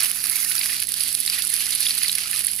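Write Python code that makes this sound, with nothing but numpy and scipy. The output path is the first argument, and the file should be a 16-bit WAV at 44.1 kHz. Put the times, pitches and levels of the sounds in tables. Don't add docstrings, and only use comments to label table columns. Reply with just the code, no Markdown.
import sys
import numpy as np
from scipy import signal
from scipy.fft import rfft, irfft
from scipy.io import wavfile
from scipy.ndimage import uniform_filter1d

SR = 44100
rng = np.random.default_rng(int(sys.argv[2]) if len(sys.argv) > 2 else 0)


def store_wav(level_fs):
    pcm = np.round(np.clip(np.atleast_2d(level_fs), -1, 1) * 32767)
    wavfile.write(sys.argv[1], SR, pcm.T.astype(np.int16))


N = 114660
T = np.arange(N) / SR
HZ = np.fft.rfftfreq(N, 1 / SR)
GURGLE_HZ, PATTER_HZ, SPRAY_HZ, TOP_HZ = 450, 3000, 7000, 16000
DROP_RISE_S = 0.00035


def amp(db):
    return 10 ** (np.asarray(db) / 20)


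def evened(x):
    return x / np.sqrt(np.mean(x ** 2) + 1e-20)


def read(points):
    hz, value = np.transpose(points)
    return np.interp(np.log(HZ + 1), np.log(hz), value)


def add(mix, s, sound):
    start = max(round(s * SR), 0)
    part = mix[..., start:][..., :sound.shape[-1]]
    part += sound[..., :part.shape[-1]]


def band(lo, hi):
    below_hi = 1 / (1 + (HZ / hi) ** 24)
    below_lo = 1 / (1 + (HZ / lo) ** 24)
    return np.sqrt(abs(below_hi - below_lo))


def noise(gain):
    return irfft(rfft(rng.standard_normal((2, N))) * gain, N)


def wander(hz):
    return evened(irfft(rfft(rng.standard_normal(N)) / (1 + (HZ / hz) ** 4), N))


def burst(rise_s, decay_s):
    t = T[:2048]
    shape = (1 - np.exp(-(t / rise_s) ** 2)) * np.exp(-t / decay_s)
    return shape / shape.max()


# average pitch in Hz, level in dB before the trim and waver below.
MOTOR_TONES = [(64.6, -61), (91.5, -66), (129.2, -61.5), (188.4, -62.5), (253.0, -61.5), (317.6, -69.5),
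               (382.2, -74)]


def motor():
    seconds_turned = np.cumsum(1 + 0.011 * wander(hz=9)) / SR
    hum = np.zeros((2, N))
    for hz, db in MOTOR_TONES:
        for port in hum:
            level = amp(db + 3.0 + 2.35 * wander(hz=14.6))
            turns = hz * seconds_turned + rng.random() + 0.053 * wander(hz=10.4)
            port += level * np.sin(2 * np.pi * turns)
    return hum


# frequency in Hz, strength in dB per Hz.
AIR_COLOUR = [(20, -8), (42, 2.5), (110, 0.5), (280, 2.5), (450, -0.5), (800, -2), (2000, -25.5),
              (8000, -30)]


def outdoor_air():
    return amp(-59) * evened(noise(amp(read(AIR_COLOUR))))


def background():
    return motor() + outdoor_air()


# frequency in Hz, relative strength in dB per Hz.
SPLASH_COLOUR = [(240, -59), (400, -30.5), (595, -27.5), (673, -23.5), (914, -23.5), (1450, -16),
                 (1990, -9.5), (2630, -5.5), (3360, -12.5), (4630, -5.5), (5310, -11.5), (6680, -16),
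                 (8930, -6), (10300, 2.5), (11100, -0.5), (13700, -15.5), (15500, -15.5)]


def water_colour():
    return amp(read(SPLASH_COLOUR))


# time in seconds, then the levels of gurgle, patter and spray in dB before their trims.
FLOW_LEVELS = [(0, -31, -28.5, -26.5), (0.04, -32, -31, -25), (0.12, -40, -35.5, -30),
               (0.2, -40, -35.5, -30), (0.3, -37.5, -34, -26.5), (0.44, -36, -32, -25.5),
               (0.48, -39.7, -34.5, -27), (0.53, -37, -32.5, -27), (0.7, -35, -32, -27),
               (0.8, -39.5, -32.0, -30.5), (0.86, -48, -40.5, -36.5), (0.91, -43.4, -35, -32.5),
               (0.99, -40.5, -31, -28), (1.1, -41, -31.5, -27), (1.16, -44.5, -37, -28.5),
               (1.24, -44, -35.4, -29.5), (1.35, -34, -30.2, -27.5), (1.46, -42.5, -34, -30),
               (1.56, -37.5, -31.5, -26.0), (1.68, -39, -32.0, -28.5), (1.85, -38, -29, -26),
               (1.96, -37, -31, -29.5), (2.04, -36.5, -31, -26), (2.14, -41.5, -33, -30),
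               (2.24, -36, -31.5, -30), (2.29, -40.5, -37, -32), (2.38, -36, -30, -25),
               (2.45, -42, -38, -31), (2.49, -43, -33, -29), (2.55, -46.5, -39.2, -31),
               (2.6, -48, -39, -31.2)]


def flow(order):
    rows = np.array(FLOW_LEVELS)
    return amp(np.interp(T, rows[:, 0], rows[:, order]))


def ticks(per_s, spread_db):
    happens = rng.random(N) < per_s / SR
    taps = happens * rng.choice([-1, 1], N) * amp(spread_db * rng.random(N) ** 2)
    spectrum = rfft(taps) * water_colour() * band(GURGLE_HZ, SPRAY_HZ)
    delay = np.exp(-2j * np.pi * HZ * 0.000594)
    return evened(irfft(np.array([spectrum, spectrum * delay]), N))


def bubble(hz, cycles, glide):
    t, decay_s = T[:2048], cycles / hz
    pitch = hz * (1 + glide * (np.tanh(t / decay_s / 2) - 0.5))
    turns = np.cumsum(pitch) / SR
    return burst(DROP_RISE_S, decay_s) * np.sin(2 * np.pi * (turns + rng.random((2, 1))))


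def bubbles(low_hz, high_hz, cycles, spread_db, count):
    out, colour = np.zeros((2, N)), water_colour()
    for when, pitch, size, ring in rng.random((count, 4)):
        hz = low_hz * (high_hz / low_hz) ** pitch
        level = np.interp(hz, HZ, colour) * amp(spread_db * size ** 2)
        add(out, when * T[-1], level * bubble(hz, cycles * (0.5 + ring), glide=0.04))
    return evened(out)


def froth():
    coarse = bubbles(low_hz=1210, high_hz=5080, cycles=10.7, spread_db=17.5, count=420)
    fine = bubbles(low_hz=8000, high_hz=14130, cycles=31, spread_db=4, count=520)
    low_froth = amp(-5.5) * coarse + amp(-5) * ticks(per_s=130, spread_db=11)
    return flow(order=1) * low_froth + amp(-7.5) * flow(order=3) * fine


# start in seconds, level in dB before the trim below, middle pitch of the cluster in Hz.
WATER_SLUGS = [(0.02, -28.5, 2420), (0.041, -25, 2600), (0.109, -29, 2670), (0.237, -31.5, 1830),
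               (0.28, -29.5, 2380), (0.512, -26, 2150), (0.61, -23.5, 2730), (0.694, -28, 2440),
               (0.823, -28.5, 2580), (1.003, -35, 2830), (1.299, -36, 2780), (1.864, -27, 2950),
               (2.014, -26.5, 2670), (2.044, -24.5, 2430), (2.18, -25.5, 2680), (2.33, -24.5, 2140),
               (2.478, -30, 2680), (2.587, -32, 2370)]


def gulps():
    rings, fizz = np.zeros((2, N)), np.zeros(N)
    for s, db, hz in WATER_SLUGS:
        level = amp(db - 2.5)
        for when, pitch in rng.random((5, 2)):
            pocket_hz = hz * 2 ** (0.9 * (pitch - 0.5))
            add(rings, s + 0.0068 * when, level * bubble(pocket_hz, cycles=4.6, glide=0.27))
        add(fizz, s, level * burst(0.0011, 0.0035))
    rings = irfft(rfft(rings) * band(1450, TOP_HZ), N)
    return rings + fizz * evened(noise(water_colour() * band(1070, 4340)))


# time in seconds (the sounds begin about a millisecond later), level in dB before
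# the trims below, middle pitch in Hz.
AIR_POCKETS = [(0.5799, -10.5, 4700), (0.6117, -14.5, 4830), (1.004, -12, 4870), (1.26, -16, 5020),
               (1.2765, -9.5, 4460), (1.2979, -11, 4770), (1.3328, -16, 4400), (1.7074, -18, 4830),
               (1.721, -16.5, 4900), (1.8653, -9.5, 3660), (1.9067, -9.5, 4550), (2.0588, -11, 4640),
               (2.0796, -13, 4630), (2.094, -9.5, 4050), (2.127, -16, 4620)]


def plops():
    rings, cracks = np.zeros((2, N)), np.zeros(N)
    for s, db, hz in AIR_POCKETS:
        add(rings, s + 0.001176, amp(db - 2.5) * bubble(hz, cycles=7.7, glide=0.26))
        add(cracks, s + 0.00092, amp(db - 14.5) * burst(DROP_RISE_S, 0.00077))
    return rings + cracks * evened(noise(water_colour() * band(1440, SPRAY_HZ)))


# start in seconds, levels of the hiss and the wet body in dB before the trims below,
# fading time in seconds.
BIG_DROPS = [(0.0047, -14, -23, 0.003), (0.0317, -13, -37, 0.0038), (0.0465, -12, -18, 0.001),
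             (0.1149, -10, -41, 0.00088), (0.24, -14, -24, 0.0019), (0.2695, -18.3, -44, 0.0004),
             (0.2973, -10.5, -22, 0.0012), (0.4278, -23, -39, 0.001), (0.5014, -17.1, -30, 0.0015),
             (0.5185, -16.8, -18, 0.0028), (0.5528, -10.5, -23, 0.001), (0.6419, -9.5, -21, 0.0006),
             (0.6875, -18, -38, 0.001), (0.8012, -13.5, -22, 0.0013), (0.82, -15.5, -26, 0.002),
             (0.824, -17, -20.5, 0.0012), (0.8344, -12, -27, 0.00065), (0.8704, -13, -30, 0.00099),
             (0.8891, -13, -27, 0.002), (0.9201, -12, -36.8, 0.00077), (0.94, -15, -19, 0.0015),
             (0.9967, -16.6, -43, 0.00037), (1.0076, -14.5, -20, 0.0016), (1.035, -14, -22, 0.0029),
             (1.078, -13, -46, 0.0008), (1.128, -11, -24, 0.00079), (1.1497, -9.5, -16.5, 0.0013),
             (1.2024, -9.5, -23, 0.001), (1.251, -14.5, -18, 0.00073), (1.2628, -11, -24, 0.0011),
             (1.299, -10.5, -14, 0.00052), (1.3364, -15.5, -35, 0.00084), (1.4216, -13, -14, 0.001),
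             (1.426, -14, -45, 0.0011), (1.4507, -10, -36, 0.00066), (1.4709, -14, -43, 0.0009),
             (1.477, -14, -27, 0.001), (1.5017, -12.5, -39, 0.0009), (1.5398, -10.5, -40.5, 0.00057),
             (1.5644, -15, -16, 0.0005), (1.587, -17.1, -41.1, 0.00091), (1.608, -16.2, -37, 0.00065),
             (1.667, -15.5, -35, 0.001), (1.706, -11, -22, 0.0013), (1.7506, -12.5, -39, 0.0019),
             (1.7967, -23, -38.5, 0.00046), (1.805, -7.5, -37, 0.0011), (1.8946, -12, -37.9, 0.0011),
             (1.9498, -14.5, -28, 0.0021), (1.988, -12, -43, 0.0009), (2.1158, -13, -29, 0.0022),
             (2.124, -16.5, -40.8, 0.0011), (2.1276, -17.9, -17.5, 0.0012), (2.152, -10, -17, 0.0014),
             (2.1834, -12, -17, 0.00076), (2.218, -18.4, -30, 0.00039), (2.3127, -12.5, -30, 0.0013),
             (2.335, -18.0, -39, 0.0008), (2.3611, -19, -23, 0.00066), (2.3919, -12, -44, 0.001),
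             (2.447, -11.5, -42, 0.0019), (2.4681, -9, -46, 0.0014), (2.5147, -15, -43, 0.0018),
             (2.553, -14, -47, 0.0011), (2.5625, -13.5, -41.8, 0.0011), (2.5956, -16, -41, 0.0014)]


def splats():
    hiss, body = np.zeros((2, N))
    tail = amp(-24.5) * burst(0.002, 0.003)
    for s, hiss_db, body_db, decay_s in BIG_DROPS:
        shape = burst(0.00024, decay_s) + tail
        add(hiss, s, amp(hiss_db - 2.2) * shape)
        add(body, s, amp(body_db - 2.43) * shape)
    colour = water_colour()
    bright = hiss * evened(noise(colour * band(SPRAY_HZ, TOP_HZ)))
    return bright + body * evened(noise(colour * band(PATTER_HZ, SPRAY_HZ)))


def splashing(hits, lo, hi, decay_s, colour_db, wash_db, patchy_db, count):
    out, colour = np.zeros((2, N)), water_colour()
    edges = np.geomspace(lo, hi, count + 1)
    for a, b in zip(edges, edges[1:]):
        power = (hits * amp(colour_db * (2 * rng.random(N) - 1))) ** 2
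        power = abs(signal.oaconvolve(power, burst(DROP_RISE_S, decay_s) ** 2)[:N])
        power /= uniform_filter1d(power, size=4000) + 1e-12
        fizz = np.sqrt(power + amp(wash_db) ** 2)
        out += noise(colour * band(a, b)) * fizz * amp(patchy_db * wander(hz=21))
    return evened(out)


def stream():
    drops_per_s, spread_db = 900, 2
    clumps = amp(3.05 * wander(hz=46.3))
    lands = rng.random(N) < drops_per_s / SR
    hits = lands * amp(spread_db * np.clip(rng.standard_normal(N), -2, 2)) * clumps
    gurgle = splashing(hits, GURGLE_HZ, PATTER_HZ, decay_s=0.0021, colour_db=15.5,
                       wash_db=-2.5, patchy_db=1, count=7)
    patter = splashing(hits, PATTER_HZ, SPRAY_HZ, decay_s=0.0021, colour_db=9,
                       wash_db=-1, patchy_db=1.6, count=5)
    spray = splashing(hits, SPRAY_HZ, TOP_HZ, decay_s=0.0011, colour_db=3,
                      wash_db=-3.5, patchy_db=1.14, count=7)
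    water = amp(-1.66) * flow(order=1) * gurgle
    water += amp(-0.48) * flow(order=2) * patter
    return water + amp(0.16) * flow(order=3) * spray


# time in seconds, share from 0 to 1.
HEAP_SHARE = [(0, 0.48), (.45, 0.82), (.85, 0.0024), (2.6, 0)]
# frequency in Hz, change in dB.
HEAP_COLOUR = [(600, 0.5), (1400, 1.5), (2300, -1), (3000, -4.5), (3700, -2), (4600, -1), (5400, 3),
               (7000, 3), (8600, -3.5), (10000, -1.5), (11000, 1), (14500, 6)]


def heaped(water):
    share = np.clip(np.interp(T, *np.transpose(HEAP_SHARE)), 0, 1)
    on_heap = irfft(rfft(water) * amp(read(HEAP_COLOUR)), N)
    return (1 - share) * water + share * on_heap


# frequency in Hz, left minus right in dB.
PORT_LEVEL = [(60, -1), (500, -1), (900, -2.5), (1500, -12), (2500, -9), (3600, -3), (4700, -1.5),
              (5300, -0.5), (6000, -2), (7100, 2.5), (8200, -15.5), (9300, -18), (10500, -24), (12000, -20),
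              (14000, -9.5), (15300, -14)]
# frequency in Hz, likeness from 0 (unrelated) to 1 (same).
PORT_LIKENESS = [(60, 0.95), (300, 0.88), (600, 0.61), (1500, 0.64), (3500, 0.49), (4600, 0.58),
                 (5800, 0.067), (7200, 0.81), (10500, 0.89), (15000, .68)]
# frequency in Hz, lead of the left port in radians.
PORT_LEAD = [(60, -0.35), (400, -0.38), (950, -0.86), (1600, -0.91), (2100, 0.19), (4000, 0.82),
             (4900, 0.52), (7000, 0.54)]


def two_ports(sound):
    shared, other = rfft(sound)
    same, lean = np.clip(read(PORT_LIKENESS), 0, 1), amp(read(PORT_LEVEL))
    left = same * shared + np.sqrt(1 - same ** 2) * other
    left = left * lean * np.exp(1j * read(PORT_LEAD))
    level = 2 / np.sqrt(1 + lean ** 2 + 2 * lean * same)
    return irfft(np.array([left, shared]) * level, N)


def scene():
    sound = background() + gulps() + plops() + splats()
    return two_ports(sound + heaped(froth() + stream()))


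def record(dry):
    held = dry / (1 + dry ** 6) ** (1 / 6)
    lowpass = signal.firwin(401, 15600, window=("kaiser", 9), fs=SR)
    return signal.oaconvolve(held, lowpass[None], "same")


dry = scene()
out = record(dry)
store_wav(out)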